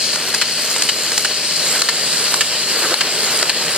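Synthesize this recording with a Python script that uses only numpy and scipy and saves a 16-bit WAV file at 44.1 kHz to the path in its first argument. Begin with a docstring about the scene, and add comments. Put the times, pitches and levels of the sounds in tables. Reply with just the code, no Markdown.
"""Sheets snap into the fold of a paper folding machine in a workshop: noise bursts tick, snap and clack.
Each sheet rushes in before its snap as a growing rumble, rustle, hiss and crackle of coloured noise.
Under it the motor hums in sines, the rollers whirr and gears rattle as pulsing noise, and the feeder's air hisses.
The microphones move from beside the table round to face the rollers; the workshop answers the blows briefly.
The two microphone ports ring differently, and the limiter ducks the blows."""
import sys
import numpy as np
from scipy import signal
from scipy.fft import rfft, irfft, next_fast_len
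from scipy.io import wavfile
from scipy.ndimage import uniform_filter1d, map_coordinates

SR = 44100
rng = np.random.default_rng(int(sys.argv[2]) if len(sys.argv) > 2 else 0)


def generate_wav(sig):
    """Save sig (samples, or channels by samples) to the path in sys.argv[1] as 16-bit PCM at SR."""
    pcm = np.round(np.clip(np.atleast_2d(sig).T, -1, 1) * 32767).astype(np.int16)
    wavfile.write(sys.argv[1], SR, pcm)


N = 166257
SHAFT_HZ, GEAR_HZ = 14.6, 73.47  # roller turns and gear knocks a second


def amp(db):
    """Decibels to gain."""
    return 10 ** (np.asarray(db) / 20)


def unit(x):
    """Scale to rms 1."""
    return x / np.sqrt(np.mean(x ** 2) + 1e-20)


def clock():
    """The time of every sample, in seconds."""
    return np.arange(N) / SR


def along(points, hz):
    """(frequency [Hz], value) points joined on a log frequency axis."""
    f, v = np.transpose(points)
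    return np.interp(np.log(hz + 1), np.log(f + 1), v)


def curve(points):
    """(time [s], value) points joined by straight lines."""
    return np.interp(clock(), *np.transpose(points))


def wobble(rate):
    """A smooth random curve, rate knots a second."""
    return map_coordinates(rng.standard_normal(4096), [clock() * rate], mode="wrap")


def filtered(x, response):
    """x times a complex response of frequency, padded so that its ringing does not wrap round."""
    m = next_fast_len(N + SR // 2)
    hz = np.fft.rfftfreq(m, 1 / SR)
    return irfft(rfft(x, m) * response(hz), m)[..., :N]


# how alike the sound is at left and right: (frequency [Hz], likeness [0 unrelated to 1 mono])
LIKENESS = [(500, 1), (1600, .97), (2800, 0.87), (3600, 0.74), (6000, 0.53), (8500, 0.89), (11000, 0.067)]


def coloured(pair, spectrum):
    """Two unrelated signals become a stereo sound of rms 1, near mono in the bass."""
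    def mid_side(hz):
        angle = np.arccos(np.clip(along(LIKENESS, hz), -1, 1)) / 2
        return amp(along(spectrum, hz)) * [np.cos(angle), np.sin(angle)]

    mid, side = filtered(pair, mid_side)
    return unit(np.array([mid + side, mid - side]))


def rush(spectrum, patchy_db):
    """Stereo noise whose gain varies in random patches of time and frequency."""
    z = signal.stft(rng.standard_normal((2, N)), nperseg=512)[2]
    field = uniform_filter1d(rng.standard_normal(z.shape[1:]), size=3, axis=0)  # across frequency
    field = uniform_filter1d(field, size=12, axis=1)  # across time
    patchy = signal.istft(z * amp(patchy_db * unit(field)), nperseg=512)[1]
    return coloured(patchy[:, :N], spectrum)


def burst(start, hold, t60):
    """A blow's envelope: sudden, held, then falling 60 dB in t60 seconds."""
    t = clock() - start
    return (t >= 0) * amp(-60 * np.clip((t - hold) / t60, 0, 2))


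def beat(rate_hz, sharp, drift):
    """A swell once per turn of a slightly unsteady shaft, rms 1; drift is in turns."""
    turns = rate_hz * clock() + rng.random() + drift * wobble(5)
    return unit(np.exp(sharp * np.cos(2 * np.pi * turns)))


def strike(spectrum, start, hold, t60, crack):
    """A single crack of contact and a short rattle, both in the colour of the struck part."""
    envelope = burst(start, hold, t60)
    push = envelope * rng.standard_normal((2, N))
    push[0, int(start * SR)] += crack * np.linalg.norm(envelope)
    return coloured(push, spectrum) * np.sqrt(np.mean(push[0] ** 2))


# sheets snapping into the fold:
# (time [s], level [dB], hold [s], treble tilt above 1500 Hz [dB per octave], paper noise level [dB])
FOLDS = [(.3452, -12, .0045, 2, -2), (.8218, -9, .003, 1, 0), (1.178, -9, .004, 3.5, -.5),
         (1.8193, -7.5, .0035, 1.5, .5), (2.3418, -7, .0015, -1.5, -1), (2.942, -5, .0012, -2, -.5),
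         (3.4275, -9.5, .003, -2, -.7)]
# paper edges ticking on the guides: (time [s], level [dB])
EDGE_TICKS = [(.158, -14.5), (0.285, -18), (.341, -13.5), (.762, -13), (1.118, -14), (1.761, -18),
              (2.28, -19), (2.34, -11), (2.941, -11), (3.39, -15), (3.472, -30)]
# the clack that follows each fold: (time [s], level [dB])
KNOCK_OUTS = [(.4138, -10.5), (.8893, -9.5), (1.2468, -12), (1.8877, -9), (2.408, -8.5), (3.0077, -8.5),
              (3.4947, -9.5)]
# colour of ticks and snaps: (frequency [Hz], relative level [dB per Hz])
SNAP_COLOUR = [(60, -48), (150, -30), (300, -13), (750, -2), (1700, 1.5), (2700, -4), (3500, -3), (4200, 0),
               (5700, -7), (7200, -3), (10000, -16), (15000, -28)]
# colour of the clacks: (frequency [Hz], relative level [dB per Hz])
CLACK_COLOUR = [(60, -48), (150, -26), (400, -11), (850, -9), (1300, -3), (1900, 1), (2450, -3), (3000, 3),
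                (3500, -4), (4300, -2.5), (5700, -10), (7700, -8), (10000, -17), (15000, -26)]
TICK_T60_S, SNAP_T60_S = .022, .012
CLACK_HOLD_S, CLACK_T60_S = .008, .04
SNAP_CRACK, CLACK_CRACK = .35, .15  # the first contact against the rattle after it; ticks use the second


def blows():
    """Light ticks, the sharp snap of each fold and the longer clack as the sheet is knocked out."""
    out = np.zeros((2, N))
    for start, db in EDGE_TICKS:
        out += amp(db) * strike(SNAP_COLOUR, start, 0.0013, TICK_T60_S, CLACK_CRACK)
    for start, db, hold, tilt, _ in FOLDS:
        # the constant part of the tilt drops out when coloured() levels the sound
        colour = [(hz, level + tilt * np.log2(max(hz, 1500))) for hz, level in SNAP_COLOUR]
        out += amp(db) * strike(colour, start, hold, SNAP_T60_S, SNAP_CRACK)
    for start, db in KNOCK_OUTS:
        out += amp(db) * strike(CLACK_COLOUR, start, CLACK_HOLD_S, CLACK_T60_S, CLACK_CRACK)
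    return out


NEXT_SHEET_S = 3.9  # when the sheet still on its way in would snap, after the end


def feed(rise_s, full_s, end_s, fall_s):
    """Each sheet swells in, is at full strength from full_s before its snap and fades end_s after it."""
    passes = [(row[0], row[-1]) for row in FOLDS] + [(NEXT_SHEET_S, 0)]
    levels = []
    for snap_s, db in passes:
        t = clock() - snap_s
        swell = np.clip((t + full_s) / rise_s + 1, 0, 1)
        fade = np.clip(1 - (t - end_s) / fall_s, 0, 1)
        levels.append(amp(db) * swell * fade)
    return np.max(levels, axis=0)


# roller and paper level at the moving microphones: (time [s], level [dB])
ROLLER_NEARNESS = [(0, -0.5), (1.35, -1.5), (1.9, 1.5), (2.5, 0.5), (3, 3), (3.77, 1.5)]
# paper rumbling through the rollers: (frequency [Hz], relative level [dB per Hz])
RUMBLE_COLOUR = [(60, -36), (250, -17), (360, -1), (600, -1), (800, -11), (1500, -2), (4000, -45)]
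# paper rustling: (frequency [Hz], relative level [dB per Hz])
RUSTLE_COLOUR = [(60, -38), (300, -4), (700, -9), (1100, -1.5), (1650, 2), (2500, -1), (4000, -0.5),
                 (9000, -34), (15000, -33)]
# paper sliding and crackling: (frequency [Hz], relative level [dB per Hz])
SLIDE_COLOUR = [(1000, -19), (4000, -4.5), (6000, -1), (7500, 0.5), (9200, 1), (10500, -7.5), (12500, -4),
                (15500, -23.5)]
RUMBLE_DB, RUSTLE_DB, SLIDE_DB, CRACKLE_DB = -32, -27, -26, -34.5  # before swells and nearness
RUMBLE_LUMP_DB, SLIDE_FLICKER_DB = 3, 1.7


def paper():
    """Sheets rumble in lumps through the rollers, rustle, slide with a fluttering hiss and crackle."""
    near_db = curve(ROLLER_NEARNESS)
    rolling = feed(rise_s=.17, full_s=.12, end_s=0.0063, fall_s=0.076) * amp(near_db)
    # nearness acts twice on the rumble, once on the rustle
    rumble_gain = amp(RUMBLE_DB + near_db + RUMBLE_LUMP_DB * wobble(45))
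    rumble = rumble_gain * rush(RUMBLE_COLOUR, patchy_db=1.5)
    rustle = amp(RUSTLE_DB + 2.3 * wobble(90)) * rush(RUSTLE_COLOUR, patchy_db=2)

    sliding = feed(rise_s=0.3, full_s=0.12, end_s=0.036, fall_s=0.066)
    flutter = amp(SLIDE_DB + SLIDE_FLICKER_DB * wobble(50)) * beat(GEAR_HZ, sharp=0.38, drift=0.6)
    hiss = flutter * rush(SLIDE_COLOUR, patchy_db=5.0)
    clicks = rng.random(N) < 250 / SR  # about 250 a second
    grains = clicks * amp(2.5 * rng.standard_normal(N)) * rng.standard_normal((2, N))
    crackle = amp(CRACKLE_DB) * coloured(grains, SLIDE_COLOUR)
    return rolling * (rumble + rustle) + sliding * (hiss + crackle)


# hum of motor and shafts: (frequency [Hz], level [dB])
HUM_TONES = [(75, -62), (116.3, -50.5), (150, -51), (164.4, -50), (232.4, -45), (457, -45.5), (612, -42)]
# colour of rollers and gears: (frequency [Hz], relative level [dB per Hz])
ROLLER_COLOUR = [(30, -23), (60, -34), (110, -33), (160, -3.5), (200, -6.5), (310, -6.5), (400, 1),
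                 (600, -2.5), (850, -6.5), (1250, -5.5), (1700, -2), (2400, -2.5), (3000, 1), (3600, -4),
                 (6000, -11.5), (15000, -23.5)]
ROLLERS_DB, GEARS_DB = -25, -34.5  # before nearness


def drive():
    """Motor hum, rollers whirring once a turn and gears rattling."""
    hum = np.zeros(N)
    for hz, db in HUM_TONES:
        tone = np.sqrt(2) * np.sin(2 * np.pi * hz * clock() + 0.61 * wobble(12))
        hum += amp(db + 1.4 * wobble(12)) * tone
    whirr = amp(ROLLERS_DB + 1.1 * wobble(35)) * beat(SHAFT_HZ, sharp=0.044, drift=0.15)
    rollers = whirr * rush(ROLLER_COLOUR, patchy_db=1.4)
    rattle = amp(GEARS_DB + 3.6 * wobble(60)) * beat(GEAR_HZ, sharp=2.2, drift=0.11)
    gears = rattle * rush(ROLLER_COLOUR, patchy_db=2.2)
    return hum + amp(curve(ROLLER_NEARNESS)) * (rollers + gears)


# level of the feeder's air: (time [s], level [dB])
AIR_LEVELS = [(0, -21), (.15, -21), (.18, -28), (.5, -23.5), (1, -24.5), (1.45, -22), (2.1, -21.5),
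              (2.6, -23), (3.77, -24)]
# place of the microphones: (time [s], position [0 beside the table, 1 facing the rollers])
MIC_TURN = [(0, 0.086), (1.4, 0.27), (2.3, 0.93), (3.77, 0.95)]
# air heard from beside the table: (frequency [Hz], relative level [dB per Hz])
AIR_BESIDE_COLOUR = [(500, -49), (2000, -9.5), (3000, 1), (3600, -3.5), (4300, 2.5), (5200, -0.5),
                     (6000, -3.5), (7800, -7.5), (9200, -6), (10500, -17), (13000, -24.5), (15500, -25)]
# air heard facing the rollers: (frequency [Hz], relative level [dB per Hz])
AIR_FRONT_COLOUR = [(500, -21), (2000, -19), (3100, -2), (3600, -1.5), (4300, -1), (5000, 0.5), (5600, -4),
                    (6200, -8.5), (7000, -3), (8000, -1.5), (9200, -4.5), (10500, -14), (13000, -17),
                    (15500, -27)]


def air():
    """The feeder's air hisses and flutters; its colour changes as the microphones turn."""
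    flutter = amp(curve(AIR_LEVELS) + 0.4 * wobble(24.72) + 0.54 * wobble(220))
    front = np.clip(curve(MIC_TURN), 0, 1)
    beside_hiss = np.sqrt(1 - front) * rush(AIR_BESIDE_COLOUR, patchy_db=2)
    front_hiss = np.sqrt(front) * rush(AIR_FRONT_COLOUR, patchy_db=2.5)
    return flutter * beat(GEAR_HZ, sharp=0.065, drift=0.54) * (beside_hiss + front_hiss)


ROOM_DB, ROOM_T60_S = -13, .2


def room(x):
    """The short answer of the machine frame and the workshop: x convolved with dying noise."""
    flat = [(100, 0), (10000, 0)]
    tail = coloured(rng.standard_normal((2, N)), flat) * burst(0, hold=0, t60=ROOM_T60_S)
    return signal.fftconvolve(x, tail / np.linalg.norm(tail[0]), axes=1)[:, :N]


def scene():
    """The running machine with sheets passing through it."""
    hits = blows()
    return hits + paper() + drive() + air() + amp(ROOM_DB) * room(hits)


# resonance of the left microphone port: (frequency [Hz], gain [dB])
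LEFT_PORT_GAIN = [(3000, -1.5), (3600, -2), (4200, 8), (4800, 7), (6000, 2), (7500, -2.5), (9000, -2),
                  (10500, -5), (12000, 0.5), (15000, 0.5)]
# resonance of the right microphone port: (frequency [Hz], gain [dB])
RIGHT_PORT_GAIN = [(3000, -1), (3700, -4.5), (4400, -1.5), (6000, 0.5), (7300, 4.5), (9200, 4), (11000, 4),
                   (12500, -1)]
# phase by which the left port leads: (frequency [Hz], phase [radians])
LEFT_PORT_LEAD = [(1500, 0), (3800, 0), (5000, -1.7), (6300, -2), (7600, -1.1), (10000, -1.7)]
TURN_LAG_S = 1.7e-5  # delay of the left port when fully facing the rollers
LIMIT_RMS, ATTACK_S, RECOVER_DB_PER_S = .35, .0025, 60
LOW_CUT_HZ, TOP_HZ = 50, 15800


def record(dry):
    """Two resonant ports, a limiter that lets the first instant clip and recovers slowly, band limits."""
    def ports(hz):
        left = amp(along(LEFT_PORT_GAIN, hz)) * np.exp(1j * along(LEFT_PORT_LEAD, hz))
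        return np.array([left, amp(along(RIGHT_PORT_GAIN, hz))])

    def band(hz):
        return (hz < TOP_HZ) * hz ** 4 / (hz ** 4 + LOW_CUT_HZ ** 4)

    left, right = filtered(dry, ports)
    heard_at = (clock() - TURN_LAG_S * curve(MIC_TURN)) * SR
    x = np.array([map_coordinates(left, [heard_at], order=5), right])

    keep = np.exp(-1 / (ATTACK_S * SR))
    power = signal.lfilter([1 - keep], [1, -keep], x ** 2).max(axis=0)  # the louder port ducks both
    over_db = 10 * np.log10(np.maximum(power / LIMIT_RMS ** 2, 1))
    ramp = RECOVER_DB_PER_S * clock()
    duck_db = np.maximum.accumulate(over_db + ramp) - ramp  # jumps up, falls back at a steady rate
    ducked = x * amp(-duck_db)
    clipped = ducked / (1 + ducked ** 6) ** (1 / 6)
    return filtered(clipped, band)


dry = scene()
out = record(dry)
generate_wav(out)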